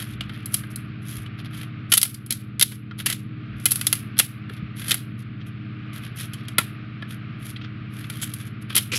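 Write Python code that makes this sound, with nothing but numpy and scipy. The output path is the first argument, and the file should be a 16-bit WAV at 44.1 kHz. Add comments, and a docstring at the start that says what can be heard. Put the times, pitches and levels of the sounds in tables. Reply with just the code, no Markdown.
"""Die-cut puzzle pieces are pressed out of a stiff card sheet, close to the microphone in a small quiet room.
Each tab that holds a piece tears in a burst of tiny fractures, which rings the sheet and the piece;
some facing rips fibre by fibre, fingers slide and scrape over the card, and the sheet bumps dully as it flexes.
A fan (wavering tones in shaped noise) and mains hum lie underneath. The recorder's limiter ducks everything
after the loudest snaps and its noise suppressor turns down faint tails."""
import sys
import numpy as np
from scipy import signal
from scipy.fft import rfft, irfft, next_fast_len
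from scipy.io import wavfile
from scipy.ndimage import uniform_filter1d

SR = 44100
rng = np.random.default_rng(int(sys.argv[2]) if len(sys.argv) > 2 else 0)


def wrap_up_sound(samples):
    """Save the sound to the file named by the first command line argument, as 16-bit audio."""
    columns = np.atleast_2d(samples).T
    # keep every value between -1 and 1, then stretch to whole-number steps
    tamed = np.clip(columns, -1, 1)
    steps = np.round(tamed * 32767).astype(np.int16)
    wavfile.write(sys.argv[1], SR, steps)


N = 396018
TIME = np.arange(N) / SR
PIECE_HZ = 2870  # pitch of a middling piece


def amp(db):
    """Decibels to gain."""
    return 10 ** (np.asarray(db) / 20)


def unit(x):
    """Scales to an rms of 1."""
    return x / np.sqrt(np.mean(x ** 2) + 1e-20)


def read(points, hz):
    """Reads a table on a log-frequency axis."""
    f, value = np.transpose(points)
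    return np.interp(np.log(hz + 1), np.log(f + 1), value)


def add(mix, s, sound):
    """Mixes a sound in at time s."""
    part = mix[max(round(s * SR), 0):][:len(sound)]
    part += sound[:len(part)]


def band(x, edges):
    """Causal band-pass."""
    return signal.sosfilt(signal.butter(3, edges, "bandpass", fs=SR, output="sos"), x)


def response(points, size=4096):
    """Causal impulse response with the given spectrum, by folding its cepstrum (minimum phase)."""
    cepstrum = irfft(np.log(amp(read(points, np.fft.rfftfreq(size, 1 / SR)))))
    cepstrum[1:size // 2] *= 2
    cepstrum[size // 2 + 1:] = 0
    return irfft(np.exp(rfft(cepstrum)))[:size // 2]


def coloured(x, points):
    """Gives a steady sound a spectrum and an rms of 1."""
    size = next_fast_len(N)
    gain = amp(read(points, np.fft.rfftfreq(size, 1 / SR)))
    return unit(irfft(rfft(x, size) * gain, size)[:N])


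def drift(rate):
    """Random wander: straight lines between normal random knots, rate knots a second."""
    knots = np.arange(0, N / SR + 1, 1 / rate)
    return np.interp(TIME, knots, rng.standard_normal(N // 100)[:len(knots)])


def scattered(clicks, decay):
    """Every click spreads through the sheet as a short, dense burst of noise."""
    energy = signal.lfilter([1], [1, -np.exp(-1 / (decay * SR))], clicks ** 2)
    return unit(np.sqrt(energy) * rng.standard_normal(N))


def body_level(hz, middling_db=-10, db_per_octave=-15.5):
    """A larger, lower-pitched piece knocks harder: dB of the body band relative to the snap."""
    return middling_db + db_per_octave * np.log2(hz / PIECE_HZ)


# Tones of the fan. Each entry: multiple of its turning rate.
FAN_ORDERS = [4, 6, 8, 9, 10, 12, 13, 18]
# Level of each of those tones before it wavers. Each entry: rms in dB.
FAN_TONE_DB = [-61, -43.5, -48, -45.5, -54.5, -44, -53.5, -49]
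# Low rumble of the fan's air, only its shape. Each row: frequency in Hz, density in dB per Hz.
RUMBLE_SPECTRUM = [(20, -20), (45, -14.5), (68, -2.5), (90, 1.5), (140, 1), (220, 2.5), (290, -1.5),
                   (350, -7), (420, -10), (520, -20.5), (900, -61.5)]
# Soft rush of the fan's air, only its shape. Each row: frequency in Hz, density in dB per Hz.
RUSH_SPECTRUM = [(300, -27), (520, -19.5), (620, -5.5), (720, -9), (900, -17.5), (1020, -11.5), (1200, 2),
                 (1550, -1), (1800, -4), (2400, -1), (3200, -9), (4300, -17.5), (6500, -37.5), (16000, -47)]
# Slow drift of the rush. Each row: time in seconds, rms level in dB.
RUSH_LEVELS = [(0, -48), (1.8, -48), (2.3, -51.5), (3.2, -53.5), (3.6, -46.5), (4.8, -48.5), (5.3, -51),
               (5.9, -46.5), (9, -48.5)]


def fan(turns_per_s=17.05, rumble_db=-44, waver_db=1.9, wander_rad=0.12):
    """Wavering tones at multiples of the turning rate, in a low rumble and a soft rush of moving air."""
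    out = amp(rumble_db) * coloured(rng.standard_normal(N), RUMBLE_SPECTRUM)
    rush_db = np.interp(TIME, *np.transpose(RUSH_LEVELS)) + .5 * drift(4.9)
    out += amp(rush_db) * coloured(rng.standard_normal(N), RUSH_SPECTRUM)
    for order, db in zip(FAN_ORDERS, FAN_TONE_DB):
        phase = 2 * np.pi * (order * turns_per_s * TIME + rng.random()) + wander_rad * drift(1.8)
        out += np.sqrt(2) * amp(db + waver_db * drift(7.4)) * np.sin(phase)
    return out


# The hum's first two harmonics. Each entry: rms in dB.
MAINS_LEVELS = [-37.5, -53]


def mains_hum(hum_hz=119.85):
    """Steady hum: a sine at each harmonic."""
    out = np.zeros(N)
    for k, db in enumerate(MAINS_LEVELS):
        out += np.sqrt(2) * amp(db) * np.sin(2 * np.pi * ((k + 1) * hum_hz * TIME + rng.random()))
    return out


# Dull bumps as the sheet gives under the hand.
# Each row: start in seconds, peak in dB, frequency in Hz, length in seconds.
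HAND_BUMPS = [(0, -42, 65, 0.42), (1.15, -37, 66.9, .074), (3.46, -39.5, 62.7, 0.17),
              (4.503, -33.5, 381, .011), (4.622, -19.5, 150, 0.017), (4.61, -40, 69.4, 0.083),
              (8.919, -37, 299, 0.041), (8.925, -34.5, 498, 0.03)]
# Low modes in which the sheet recoils from every listed snap.
# Each row: frequency in Hz, peak in dB relative to the snap's body, length in seconds.
RECOIL_MODES = [(185, -11.5, 0.019), (330, -11, .014), (615, -8.5, .009)]


def bumps():
    """The whole sheet flexes for a few cycles, under the hand and at each listed snap."""
    rows = list(HAND_BUMPS)
    for s, db, _, hz, _ in SNAPS:
        for mode_hz, mode_db, length in RECOIL_MODES:
            rows.append((s, db + body_level(hz) + mode_db, mode_hz, length))
    out = np.zeros(N)
    for s, db, hz, length in rows:
        t = np.arange(int(length * SR)) / SR
        add(out, s, amp(db) * np.hanning(len(t)) * np.sin(2 * np.pi * hz * t))
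    return out


# Fingers sliding on card. Each row: time of the strongest moment in seconds, length in seconds,
# rasp in dB, brightness (hiss relative to rasp) in dB.
SLIDES = [(.005, .11, -37, 0.5), (0.096, 0.16, -48.5, -3.5), (0.354, 0.3, -52.5, -9),
          (0.553, 0.12, -51, 13), (0.718, 0.053, -63.5, 17), (1.132, 0.29, -46.5, 3),
          (1.397, 0.062, -41, -14.5), (1.458, 0.048, -43, -12), (1.58, .19, -42.5, -3.5),
          (1.912, 0.05, -53, 8.5), (2.74, 0.082, -48, 3.5), (3, 0.059, -35, -3.5), (3.746, 0.43, -50, 7.5),
          (4.175, .03, -40.5, -10.5), (4.55, 0.13, -49.5, -7.5), (4.807, 0.13, -40, 0),
          (4.907, 0.19, -37, -2), (5.203, .065, -53.5, -1), (5.418, 0.038, -48, -30.5),
          (5.478, 0.051, -53, -1.5), (5.964, 0.094, -45, 1), (6.046, 0.13, -44.5, -7),
          (6.212, 0.15, -40, 2), (6.375, 0.25, -51.5, -14), (7.117, 0.093, -45, -2.5),
          (7.464, 0.19, -47.5, 2.5), (7.638, 0.083, -43.5, -31.5), (7.992, .22, -46, -0.5),
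          (8.225, 0.4, -46.5, 0), (8.417, 0.19, -49, 1), (8.623, 0.035, -51, 1.5),
          (8.717, 0.082, -39, -9.5)]
# Colour of skin on card. Each row: frequency in Hz, density in dB per Hz.
SKIN_SPECTRUM = [(400, 2), (900, -10.5), (1400, 6.5), (3200, 3), (5000, -5.5), (8000, -16.5), (9500, -7),
                 (11200, 1.5), (13500, -17.5), (16000, -26.5)]


def slides(grain_per_s=260, grain_db=4, grain_decay_s=0.0013, smooth_share=0.6,
           flutter_db=1.55, ring_db=-6, ring_hz=3200, swell_share=0.48):
    """Skin catches on the card in tiny slips that ring the sheet over a smooth hiss; strokes swell and fade."""
    sizes = amp(grain_db * np.minimum(rng.exponential(1, N), 3))
    slips = (rng.random(N) < grain_per_s / SR) * sizes
    grains = scattered(slips, grain_decay_s)
    friction = coloured(grains + smooth_share * rng.standard_normal(N), SKIN_SPECTRUM)
    ring = unit(signal.lfilter(*signal.iirpeak(ring_hz, 9, SR), friction))
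    hiss = unit(band(friction, (5500, 16000)) * amp(flutter_db * drift(70)))
    rasp = unit(band(friction, (450, 5500))) + amp(ring_db) * ring
    rasp = unit(rasp * amp(flutter_db * drift(70)))
    out = np.zeros(N)
    for s, length, db, bright_db in SLIDES:
        swell, fade = swell_share * length, (1 - swell_share) * length
        on = slice(max(int((s - swell) * SR), 0), int((s + fade) * SR))
        ramp = np.interp(TIME[on] - s, [-swell, 0, fade], [0, 1, 0])
        speed = np.sin(np.pi / 2 * ramp) ** 2
        out[on] += speed * amp(db) * (rasp[on] + amp(bright_db) * hiss[on])
    return out


def stray_fibres(share=.6, early_s=0.0099, late_s=.035, below_db=-20.5):
    """Single fibres let go just before or after some of the listed snaps, as far fainter snaps."""
    rows = []
    for (s, db, bright_db, hz, tear), (chance, when) in zip(SNAPS, rng.random((len(SNAPS), 2))):
        if chance < share:
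            offset = np.interp(when, [0, 1], [-early_s, late_s])
            rows.append((s + offset, db + below_db, bright_db, hz, tear))
    return rows


def edge_catches(per_s=7, level_db=-0.5, bright_db=-6.5, tear_s=0.0048,
                 spread_db=3, spread_octaves=0.34, middle_share=0.71, count=3):
    """A sliding finger catches by chance on cut edges in the middle of a stroke, as faint snaps."""
    rows = []
    for s, length, stroke_db, stroke_bright_db in SLIDES:
        for chance, (when, force, pitch) in zip(rng.random(count), rng.uniform(-1, 1, (count, 3))):
            if chance < per_s * length / count:
                start = s + when * middle_share * length / 2
                db = stroke_db + level_db + spread_db * force
                hz = PIECE_HZ * 2 ** (spread_octaves * pitch)
                rows.append((start, db, stroke_bright_db + bright_db, hz, tear_s))
    return rows


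def fractures(t, tear, per_s=3500, spread_db=4, first=1.9):
    """A first break, then fibres giving way at random until the tab is through."""
    sizes = amp(spread_db * np.minimum(rng.exponential(1, len(t)), 3)) * rng.choice([-1, 1], len(t))
    breaks = sizes * (rng.random(len(t)) < per_s / SR) * np.exp(-(t / tear) ** 4)
    breaks[0] = first
    return breaks


def broadband(x, size=4096, count=60):
    """Evens out the broad humps of a burst's spectrum and leaves its fine grain."""
    power = uniform_filter1d(abs(rfft(x, size)) ** 2, size=count)
    inverse_db = -10 * np.log10(abs(power) + 1e-12)
    inverse = response(np.c_[np.fft.rfftfreq(size, 1 / SR), inverse_db])
    return signal.fftconvolve(x, inverse)[:len(x)]


# Tabs snapping and the card clicking under the fingers. Each row: start in seconds, level in dB,
# brightness (fizz relative to that level) in dB, pitch of the piece in Hz, time the tab takes to tear in seconds.
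SNAPS = [(0.2084, -27, -19.5, 2900, 0.0024), (0.294, -37.5, -21, 2120, 0.0038),
         (0.4582, -53, 22.5, 4070, 0.0011), (0.5419, -27.5, 10.5, 3050, 0.0034),
         (0.634, -43.5, -14, 1610, .006), (0.7593, -50, 18.5, 4100, 0.0013),
         (1.261, -40.5, -25, 2980, 0.0037), (1.919, -14.5, -0.5, 3020, 0.0079),
         (1.9378, -17.5, 6.5, 3020, 0.0021), (1.9719, -23.5, 8.5, 2710, 0.0064),
         (1.9774, -20, 10.5, 3500, 0.00058), (2.0153, -25, 8, 5150, 0.0015),
         (2.03, -19, 10.5, 3040, 0.0008), (2.0527, -32, 4.5, 2330, .0035), (2.143, -44, 9.5, 4800, 0.0051),
         (2.263, -53.5, 15, 3240, 0.0013), (2.307, -30, 11, 4190, 0.0016),
         (2.3236, -29.5, 6.5, 3950, 0.0017), (2.5964, -27.5, 5.5, 3500, .0012),
         (2.6115, -17.5, 0, 3790, 0.0017), (2.6243, -17, 6.5, 3620, 0.0033),
         (2.716, -39, -2.5, 2350, 0.0085), (2.9106, -42, -34, 1425, 0.0024), (3.06, -26, 4.5, 2700, 0.0022),
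         (3.065, -22.5, 2, 2800, 0.0037), (3.0994, -27, 2, 2800, 0.0069), (3.1256, -31, 2.5, 3900, .0035),
         (3.6556, -24, 10, 2500, .0024), (3.66, -21, 3.5, 3000, 0.0013), (3.708, -37.5, 17.5, 3880, 0.0067),
         (3.7187, -30, 15, 2630, 0.00049), (3.7575, -35.5, 12.5, 2600, .0015),
         (3.8125, -28.5, 2, 2580, 0.0014), (3.8686, -23, 7.5, 3400, 0.0011),
         (3.9279, -21.5, 6.5, 2770, 0.00064), (4.1895, -22, 9.5, 3520, 0.002),
         (4.1971, -15, 2, 2750, 0.0033), (4.4952, -40.5, -15.5, 1740, 0.0046),
         (4.882, -34.5, 6.5, 2600, 0.0021), (4.895, -36.5, 9, 3100, .0032), (4.908, -19, -4, 3470, 0.0036),
         (4.9155, -18.5, -2.5, 3570, 0.0026), (4.9432, -31.5, 9, 2190, .0013),
         (6.3343, -37, -2.5, 3080, 0.008), (6.4828, -36, -5.5, 3230, 0.0039),
         (6.583, -15, -1.5, 2000, 0.0044), (7.0231, -36.5, -27, 1690, 0.0022),
         (7.561, -36, -35, 3860, 0.0078), (8.0423, -40, -17, 2594, 0.0024),
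         (8.0992, -34, -1.5, 2360, 0.0051), (8.227, -35.5, -7, 2000, 0.004),
         (8.337, -44.5, 12.5, 3070, 0.0053), (8.754, -31.5, 13, 2700, 0.0018),
         (8.763, -28.5, 13, 2900, .0032), (8.767, -21.5, -10, 3160, .0024), (8.7735, -23.5, 7, 3300, 0.012)]
# Body, snap, crack and fizz of a break. Each row: lower edge in Hz, upper edge in Hz.
SNAP_BANDS = [(520, 1700), (1700, 4300), (4300, 9000), (9000, 16000)]
# Colour of breaking card. Each row: frequency in Hz, density in dB per Hz.
CARD_SPECTRUM = [(150, -29), (300, 4.5), (480, -13.5), (620, -22.5), (900, -17), (1300, -6.5), (2300, -3),
                 (3100, 0), (5000, -7.5), (8000, -9.5), (9500, -13), (11000, -3), (13500, -22),
                 (16000, -25)]
# Modes of the sheet. Each row: frequency in Hz, relative level in dB, time to fall 60 dB in seconds.
SHEET_MODES = [(652, -13.5, 0.02), (887, -25.5, 0.013), (1402, -17, .04), (2044, -20, 0.051),
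               (3190, -13, 0.0089), (3950, -37.5, 0.017), (4660, -29, 0.022), (10100, -22.5, 0.03)]


def snaps(rows, scatter_db=-17, scatter_t60=0.029, piece_db=-28, piece_t60=0.024, sheet_db=-19, size=2048):
    """Fractures scatter round the sheet as a broadband crack, which rings the sheet and the loosened piece."""
    t, out, colour = np.arange(size) / SR, np.zeros(N), response(CARD_SPECTRUM)
    parts = [band(colour, edges) for edges in SNAP_BANDS]
    for s, db, bright_db, hz, tear in rows:
        scatter = amp(scatter_db - 60 * t / scatter_t60) * rng.standard_normal(size)
        scatter[0] = 1  # the direct sound
        breaks = fractures(t, max(tear, 1 / SR))
        crack = broadband(signal.fftconvolve(breaks, scatter)[:size])
        ring = amp(piece_db - 60 * t / piece_t60) * np.cos(2 * np.pi * hz * t)
        for mode_hz, mode_db, t60 in SHEET_MODES:
            held_hz = mode_hz * rng.uniform(.98, 1.02)  # the grip shifts each mode a little
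            ring += amp(sheet_db + mode_db - 60 * t / t60) * np.cos(2 * np.pi * held_hz * t)
        snap = crack + signal.fftconvolve(crack, ring)[:size]
        # a sharper break cracks more, a lower-pitched piece less
        crack_db = -4 + .6 * bright_db + 6 * np.log2(hz / PIECE_HZ)
        for part, rel_db in zip(parts, (body_level(hz), 0, crack_db, bright_db)):
            wave = signal.fftconvolve(snap, part)
            wave *= np.sqrt(SR / 100) / np.linalg.norm(wave)  # level: the band's energy spread over 10 ms
            add(out, s, amp(db + rel_db) * wave)
    return out


# Paper facing that rips slowly, fibre by fibre. Each row: start in seconds, length in seconds,
# level in dB, fizz relative to it in dB, pitch of the piece in Hz.
RIPS = [(1.933, 0.029, -28.5, 6, 2950), (2.303, 0.018, -31, -10, 2700), (3.054, 0.086, -33, -4, 1940),
        (6.166, .089, -44.5, -8, 3150), (8.214, 0.034, -35, 5, 3200), (8.746, 0.0496, -25, -15, 3150),
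        (8.916, 0.039, -25.5, -10.5, 2480), (8.95, 0.046, -27, -2.5, 5330)]


def rips(fibres_per_s=900, spread_db=-3.0, decay_s=0.0017, sharp_share=0.18, ring_db=-4, ring_q=10):
    """A dense, uneven run of fibre breaks, each coloured by the card and ringing the piece."""
    sizes = amp(spread_db * np.minimum(rng.exponential(1, N), 3.5)) * rng.choice([-1, 1], N)
    breaks = sizes * (rng.random(N) < fibres_per_s / SR)
    bursts = sharp_share * unit(breaks) + scattered(breaks, decay_s)
    crackle = signal.oaconvolve(bursts, response(CARD_SPECTRUM))[:N]
    low, high = band(crackle, (300, 7000)), band(crackle, (7000, 16000))
    out = np.zeros(N)
    for start, length, db, fizz_db, hz in RIPS:
        on = slice(int(start * SR), int((start + length) * SR))
        ring = unit(signal.lfilter(*signal.iirpeak(hz, ring_q, SR), low[on]))
        rasp = unit(unit(low[on]) + amp(ring_db) * ring)
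        envelope = signal.windows.tukey(len(out[on]), .25)
        out[on] += amp(db) * envelope * (rasp + amp(fizz_db) * unit(high[on]))
    return out


# Reverberation of the small room. Each row: frequency in Hz, time to fall 60 dB in seconds.
ROOM_T60 = [(300, 0.5), (1000, 0.056), (3000, .27), (7000, 0.22), (11000, 0.24), (16000, 0.32)]


def room(x, size=256, ragged_db=2):
    """Diffuse reverberation: the energy in each band lingers and dies unevenly at its own speed."""
    frames = dict(nperseg=size, noverlap=size * 3 // 4)
    hz, t, z = signal.stft(x, SR, **frames)
    power = uniform_filter1d(abs(z) ** 2, size=7, axis=0)
    keep = amp(-60 * t[1] / read(ROOM_T60, hz)) ** 2  # power left after one frame step
    lingering = np.array([signal.lfilter([1 - k], [1, -k], p) for k, p in zip(keep, power)])
    diffuse = signal.stft(rng.standard_normal(N), SR, **frames)[2]
    diffuse *= np.sqrt(abs(lingering) / np.mean(abs(diffuse) ** 2))
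    tail = signal.istft(diffuse, SR, **frames)[1]
    delayed = np.r_[np.zeros(size), tail][:N]
    return delayed * amp(ragged_db * drift(200))


def suppress(x, threshold_db=-86, depth_db=10, slope=.8, size=512):
    """Noise suppressor: whatever is fainter than a threshold in its band is turned down further."""
    frames = dict(nperseg=size, noverlap=size * 3 // 4)
    z = signal.stft(x, SR, **frames)[2]
    power = uniform_filter1d(uniform_filter1d(abs(z) ** 2, size=5, axis=0), size=3, axis=1)
    under_db = threshold_db - 10 * np.log10(abs(power) + 1e-16)
    cut_db = np.clip(slope * under_db, 0, depth_db)
    return signal.istft(z / amp(cut_db), SR, **frames)[1][:N]


def limiter_cut(x, limit_db=-13.5, recover_db_per_s=8, attack_s=0.0076):
    """Limiter: dB of cut that closes just after a loud snap and recovers slowly."""
    keep = np.exp(-1 / (attack_s * SR))
    smooth = [1 - keep], [1, -keep]
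    power_db = 10 * np.log10(signal.lfilter(*smooth, x ** 2) + 1e-12)
    fall = TIME * recover_db_per_s
    held_db = np.maximum.accumulate(power_db + fall) - fall  # peaks held, sinking steadily
    return signal.lfilter(*smooth, np.maximum(held_db - limit_db, 0))


def scene(room_db=-14):
    """The card close by and its reverberation, the sheet's bumps, the fan and the hum."""
    air = fan() + mains_hum()
    ticks = stray_fibres() + edge_catches()
    card = slides() + rips() + snaps(SNAPS + ticks)
    return (card + amp(room_db) * room(card) + bumps() + air)[None]


def record(dry, edge_hz=15800):
    """Noise suppression, the limiter (steered by the unsuppressed sound), clipping at full scale, a low-pass."""
    limited = suppress(dry[0])[None] / amp(limiter_cut(dry[0]))
    clipped = np.clip(limited, -1, 1)
    low_pass = signal.firwin(301, edge_hz, window=("kaiser", 8), fs=SR)
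    return signal.oaconvolve(clipped, low_pass[None], "same")


dry = scene()
out = record(dry)
wrap_up_sound(out)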